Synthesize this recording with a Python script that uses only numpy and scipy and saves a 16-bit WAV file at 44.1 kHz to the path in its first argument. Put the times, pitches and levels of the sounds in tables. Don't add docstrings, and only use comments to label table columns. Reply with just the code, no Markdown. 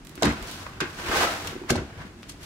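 import sys
import numpy as np
from scipy import signal
from scipy.fft import rfft, irfft
from scipy.io import wavfile
from scipy.ndimage import uniform_filter1d

SR = 44100
rng = np.random.default_rng(int(sys.argv[2]) if len(sys.argv) > 2 else 0)


def voltage_ratio(decibels):
    exponent = np.asarray(decibels, float) / 20
    return 10 ** exponent


def store_wav(level_fs):
    pcm = np.round(np.clip(np.atleast_2d(level_fs), -1, 1) * 32767)
    wavfile.write(sys.argv[1], SR, pcm.T.astype(np.int16))


N = 108045
LEAD = 2000

# mode_hz, level_db
PLANK_MODES = [(42, 24), (68, 0), (93, 7.5), (152, 2.5), (186, -7), (234, 1.5), (298, 3.5), (347, 5.5),
               (374, 1), (470, 2), (570, 3.5), (650, 5.5), (800, -0.5)]
# time_s, level_db, brightness (each unit lifts the treble above 2.8 kHz by 4
# dB)
DRAG_COURSE = [(0, -67.5, 0), (.3, -43, 1), (.37, -44, -0.3), (.52, -43.5, 2), (0.649, -46.5, 0.9),
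               (.76, -51, -0.3), (.87, -49.5, 1), (.95, -43.5, 1), (1.111, -29.5, 0), (1.18, -26, 0.73),
               (1.25, -27.5, 0.27), (1.39, -40, 1), (1.485, -40, 1), (1.57, -50, 0), (1.95, -53.5, -0.5),
               (2.019, -46, -1), (2.13, -60.5, 0.4), (2.45, -56.5, 1)]


def unit(x):
    return x / np.sqrt(np.mean(x ** 2))


def noise():
    return rng.standard_normal((2, N))


def colour(x, points):
    hz, db = np.array(points).T
    f = np.maximum(np.arange(N // 2 + 1) * SR / N, 1)
    gain_db = np.interp(np.log(f), np.log(hz), db)
    return irfft(rfft(x) * voltage_ratio(gain_db), N)


def band(x, hz, width_hz):
    b, a = signal.iirpeak(min(hz, .45 * SR), hz / width_hz, fs=SR)
    return signal.lfilter(b, a, x)


def cut(x, hz, kind, order=1):
    sos = signal.butter(order, min(hz, .45 * SR), kind, fs=SR, output="sos")
    return signal.sosfilt(sos, x)


def walk(rate_hz):
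    hold = int(SR / rate_hz)
    steps = np.repeat(rng.standard_normal(N // hold + 1), hold)
    return unit(uniform_filter1d(steps, hold))[:N]


def fade(t, t60_s):
    return (t >= 0) * np.exp(-np.log(1000) * np.maximum(t, 0) / t60_s)


def add(out, start_s, x):
    i = int(start_s * SR) - LEAD
    out[:, i:i + x.shape[1]] += x[:, :N - i]


def thumps():
    # start_s, peak_db, spot_hz, t60_s
    blows = [(.177, -32.5, 323, 0.21), (.223, -17, 710, 0.041), (.230, -18, 268, 0.13),
             (.240, -13, 363, 0.049), (.249, -16.5, 185, 0.059), (.265, -16, 204, 0.13),
             (0.275, -25.5, 71, 0.22), (0.311, -26, 190, 0.071), (0.409, -35.5, 45, 0.2),
             (0.8168, -24, 345, 0.049), (0.813, -29.5, 150, 0.097), (.837, -34, 345, 0.039),
             (1.086, -25.5, 61, 0.1), (1.098, -20, 233, 0.017), (1.49, -37.5, 152, 0.27),
             (1.529, -32.5, 348, 0.034), (1.555, -27.5, 360, 0.015), (1.563, -26, 340, 0.034),
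             (1.615, -29, 358, .1), (1.645, -31.5, 345, 0.06), (1.706, -12.5, 175, 0.082),
             (1.712, -20.5, 543, 0.076), (1.714, -20, 353, 0.091), (1.722, -18.5, 188, 0.11),
             (1.753, -17.5, 446, 0.05), (1.761, -25, 95, 0.13), (1.78, -23.5, 380, 0.093),
             (1.791, -34.5, 74.7, 0.49), (1.763, -32, 156, .06), (1.787, -29, 155, 0.067),
             (1.809, -35.5, 155, 0.09), (2.05, -33, 191, 0.11), (1.818, -29.5, 353, 0.078),
             (1.848, -39, 246, .06), (1.97, -34.5, 95, .2), (1.999, -34.5, 157, 0.16),
             (2.236, -52, 160, 0.082)]
    out, t = np.zeros(N), np.arange(SR // 2) / SR
    hz, db = np.array(PLANK_MODES).T[:, :, None]
    lucks = rng.standard_normal((len(blows), len(PLANK_MODES), 1))
    for (start_s, peak_db, spot_hz, t60_s), luck in zip(blows, lucks):
        spread_octaves = 0.18 + 0.03 * max(peak_db + 27, 0)
        distance = np.log2(hz / spot_hz) / spread_octaves
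        share = voltage_ratio(db + 2 * luck) * np.exp(-.5 * distance ** 2)
        modes = -np.sum(share * np.sin(2 * np.pi * hz * t), axis=0)
        ring = modes * fade(t, t60_s) * (1 - np.exp(-t * spot_hz * 2.5))
        i = int(start_s * SR)
        out[i:i + len(t)] += (voltage_ratio(peak_db) * ring / np.abs(ring).max())[:N - i]
    return out


def slaps(size=3300):
    # top_s, level_db, rise_s, t60_s, pitch_hz
    bursts = [(.178, -38, 0.00038, 0.037, 1610), (.2235, -25, 0.00045, 0.025, 5960),
              (.2235, -23, 0.00054, 0.25, 726), (.2318, -17.5, 0.00052, 0.016, 5000),
              (.252, -26, 0.0012, 0.2, 1500), (.253, -31.5, 0.0015, 0.042, 8000),
              (.31, -33.5, 0.033, 0.12, 1270), (.666, -33.5, 0.0033, 0.027, 1200),
              (.8045, -25, 0.00053, 0.019, 5540), (.805, -28.5, 0.00076, 0.23, 1720),
              (.858, -48, 0.0025, 0.13, 1490), (1.476, -35, 0.0024, 0.025, 3100),
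              (1.705, -24, 0.0053, 0.045, 5700), (1.706, -24.5, 0.008, 0.029, 1470),
              (1.73, -45, 0.0078, 0.16, 4100), (1.757, -34.5, 0.0013, 0.053, 5000),
              (1.757, -30.5, 0.0019, 0.13, 640), (1.779, -36, 0.0034, 0.095, 1860),
              (2.2315, -45.5, 0.00071, 0.044, 4000), (2.296, -41, 0.0048, 0.074, 8900),
              (2.322, -50, 0.0095, 0.044, 7040), (.24, -33, 0.005, 0.29, 4370),
              (2.296, -45.5, 0.0074, 0.098, 3520), (.808, -35, .002, 0.11, 3600),
              (1.704, -35.5, .005, 0.096, 14000), (.8045, -43.5, 0.00077, 0.044, 13000),
              (2.02, -46, 0.042, 0.091, 1470), (.43, -42, 0.0076, .2, 1000)]
    slap_q = 1.18
    out, t = np.zeros((2, N)), (np.arange(SR // 3) - LEAD) / SR
    crackle = noise() * voltage_ratio(1.9 * walk(400))
    for k, (top_s, level_db, rise_s, t60_s, hz) in enumerate(bursts):
        air = band(crackle[:, k * size:][:, :len(t)], hz, hz / slap_q)
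        air = cut(cut(air, 690, "high"), 0.38 * hz, "low")
        swell = np.exp(np.minimum(t, 0) / rise_s)
        add(out, top_s, voltage_ratio(level_db) * unit(air) * np.where(t < 0, swell, fade(t, t60_s)))
    return out


def ticks(size=3000):
    # start_s, peak_db, pitch_hz, pan_db
    cover_snaps = [(.049, -27, 12100, -16), (.070, -23, 7700, -7), (.072, -28.5, 3340, -15),
                   (.0935, -27, 11100, -18), (.117, -42, 11000, -5), (.1553, -21, 8050, -11),
                   (.2315, -5.5, 3960, -7), (.324, -22.5, 8000, -7), (.4265, -19.5, 8800, -10),
                   (.474, -19.5, 7800, -8), (.5135, -16, 8500, -7), (.55, -35, 9000, -8),
                   (1.473, -9, 5950, 5), (1.6375, -29, 2000, 0), (2.2245, -34, 8800, 0),
                   (1.7535, -21, 1500, 4), (1.778, -24, 1700, 0), (.1772, -28, 3500, 0),
                   (2.231, -20, 2500, 0), (.0505, -41, 4500, -13), (.086, -35, 9000, -4),
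                   (.0955, -30.5, 4800, -8), (.114, -33, 8960, -6), (.128, -44, 13000, -8),
                   (.1995, -40, 13000, -8), (.2022, -38, 9000, -8)]
    out, t = np.zeros((2, N)), (np.arange(SR // 10) - LEAD) / SR
    hiss = unit(cut(cut(noise(), 2500, "high"), 7000, "low"))
    for k, (start_s, peak_db, hz, pan_db) in enumerate(cover_snaps):
        snap = np.sin(2 * np.pi * hz * t) * fade(t, 2.94 / hz) * 0.9
        rustle_gain = voltage_ratio(-26) * min(hz / 7000, 1) ** 2
        rustle = rustle_gain * hiss[:, k * size:][:, :len(t)] * fade(t, 0.058)
        left_right_db = np.array([[pan_db], [-pan_db]]) / 2
        add(out, start_s, voltage_ratio(peak_db + left_right_db) * (snap + rustle))
    return out


def catches():
    # start_s, peak_db, pitch_hz, t60_s
    rings = [(.2155, -35, 1490, 0.034), (.2303, -11.5, 450, 0.022), (.2345, -26, 970, .03),
             (.2495, -14, 314, 0.076), (.2605, -12.5, 218, 0.071), (.2228, -17, 750, 0.022),
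             (.2565, -18, 1650, .03), (.27, -32, 960, 0.024), (.296, -27, 1415, 0.046),
             (.8035, -18, 1500, 0.023), (.81, -22, 1598, 0.037), (.8035, -30, 505, .03),
             (.856, -26.5, 1610, 0.021), (.8225, -20.5, 363, 0.088), (.2318, -18.5, 3920, 0.018),
             (1.12, -21.5, 1575, 0.072), (1.132, -24, 373, 0.061), (1.145, -19, 1097, 0.037),
             (1.17, -22, 1530, .03), (1.177, -20, 580, 0.02), (1.2, -24, 1620, 0.043),
             (1.211, -15, 705, 0.017), (1.227, -20.5, 682, 0.034), (1.237, -18, 852, 0.045),
             (1.6375, -28, 900, 0.009), (1.7535, -20.5, 636, 0.038), (1.232, -20, 1720, 0.025),
             (1.248, -18, 565, 0.031), (1.27, -20.5, 1320, 0.048), (1.298, -23.5, 700, 0.033),
             (1.332, -29, 740, .04), (1.698, -20, 1157, 0.025), (1.698, -26, 2186, 0.045),
             (1.7035, -25.5, 1580, 0.062), (1.704, -17.5, 730, 0.033), (1.734, -24, 570, 0.029),
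             (1.741, -34, 1320, 0.023), (1.77, -34, 570, 0.024), (1.782, -27.5, 1434, 0.036),
             (1.8, -42, 650, .04)]
    out, t = np.zeros((2, N)), (np.arange(SR // 8) - LEAD) / SR
    late = np.maximum(t, 0)
    for (start_s, peak_db, hz, t60_s), luck in zip(rings, rng.standard_normal((len(rings), 1))):
        tone = np.sin(2 * np.pi * hz * late * (1 - 0.95 * late))
        ring = tone * fade(t, t60_s) * (1 - np.exp(-late * hz * 3))
        add(out, start_s, voltage_ratio(peak_db) * ring * np.array([[1], np.tanh(luck)]))
    return out


def drag(t):
    # freq_hz, level_db_per_hz
    paper_colour = [(60, -9.5), (250, -9.5), (700, -8), (1600, -6.5), (2500, -11.5), (6000, -20.5),
                    (10000, -28.5), (15000, -32.5)]
    # mode_hz, width_hz, level_db, tip_gain_db
    book_modes = [(345, 78, 2.5, -3), (460, 60, 1, 5.5), (650, 70, -4.5, 6.5), (794, 47, -6.5, 4),
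                  (1000, 110, -5.5, -1.5), (1230, 150, -12.5, 1.5), (1510, 110, -10, -3.5)]
    grains_per_s, grain_spread_db, chatter_db = 16000, 0.56, 0.68
    book_db, book_waver_db = -10.5, 2.5
    tip_s, tip_span_s = 1.1, 0.02

    hits = rng.random(N) < grains_per_s / SR
    grains = hits * noise() * voltage_ratio(grain_spread_db * rng.exponential(size=N))
    chatter = voltage_ratio(chatter_db * walk(250) + 1.3 * walk(70))
    paper = unit(colour(grains * chatter, paper_colour))

    tipped = np.tanh((t - tip_s) / tip_span_s)
    book = np.zeros((2, N))
    for hz, width_hz, db, tip_db in book_modes:
        mode_db = db + tip_db * tipped + book_waver_db * walk(60.4)
        book += voltage_ratio(mode_db) * band(paper, hz, width_hz)

    time_s, level_db, tilt_db = np.array(DRAG_COURSE).T
    top = cut(paper, 2820, "high", order=2)
    paper = paper + top * (voltage_ratio(4 * np.interp(t, time_s, tilt_db)) - 1)
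    return (paper + voltage_ratio(book_db) * unit(book)) * voltage_ratio(np.interp(t, time_s, level_db))


def rumble(t):
    level_db, drag_share, mode_q = -49, 0.25, 25.4
    time_s, drag_db, _ = np.array(DRAG_COURSE).T
    push = noise()
    hum = np.zeros((2, N))
    for hz, mode_db in PLANK_MODES[1:9]:
        mode = band(band(push, hz, hz / mode_q), hz, hz / 3)
        hum += voltage_ratio(mode_db + 2 * walk(12)) * unit(mode)
    return unit(hum) * voltage_ratio(level_db + drag_share * (np.interp(t, time_s, drag_db) + 46.0))


def brush(t):
    # level_db, top_hz
    fingertip = (-46, 3200)
    level_db, top_hz = fingertip
    start_s, swell_s = 2.405, .045
    hiss = cut(cut(noise(), top_hz, "low"), 1200, "high") * voltage_ratio(2.0 * walk(120))
    return voltage_ratio(level_db) * unit(hiss) * np.clip((t - start_s) / swell_s, 0, 1) ** .5


def room_answer(source):
    t60_s, delay_s, level_db, top_hz = 0.36, .006, -12.5, 5000
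    t = np.arange(SR // 2) / SR
    tail = cut(rng.standard_normal((2, SR // 2)), top_hz, "low") * fade(t - delay_s, t60_s)
    energy = np.sum(tail ** 2, axis=1, keepdims=True)
    tail = cut(tail / np.sqrt(energy), 100, "high")
    return voltage_ratio(level_db) * signal.fftconvolve(source[None], tail)[:, :N]


def room_tone():
    # freq_hz, level_db_per_hz
    tone_colour = [(15, -42), (25, 1.5), (285, -9), (373, -19), (2760, -31), (2990, -33), (3250, -34),
                   (8360, -39), (16000, -58)]
    level_db = -47
    air = cut(colour(noise(), tone_colour), 35.6, "high", order=2)
    return voltage_ratio(level_db + 0.21 * walk(10.57)) * unit(air)


def scene():
    # freq_hz, level_db
    port_width = [(25, -11), (85, -22.5), (180, -14), (350, -14), (700, -6), (1400, -0.5), (3000, 1),
                  (16000, 0)]
    table_echo_s, table_echo_db = .0019, -12
    t = np.arange(N) / SR
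    boom, claps, snaps = thumps(), slaps(), ticks()
    claps = claps + voltage_ratio(table_echo_db) * np.roll(claps, int(table_echo_s * SR), axis=1)
    near = claps + catches() + drag(t) + rumble(t) + brush(t)
    wet = room_answer(near[0] + boom + snaps.mean(axis=0))
    mid, side = near + wet + room_tone()
    side = colour(side + np.roll(boom, 40), port_width)
    return snaps + boom + mid + side * np.array([[1], [-1]])


def band_limit(x):
    return signal.sosfilt(signal.butter(12, 17000, fs=SR, output="sos"), x)


def record(dry):
    top_hz = 15700
    top_cut = signal.ellip(8, .2, 50, top_hz, fs=SR, output="sos")
    mix = cut(signal.sosfilt(top_cut, dry), 25, "high", order=2)
    return band_limit(mix)


dry = scene()
out = record(dry)
store_wav(out)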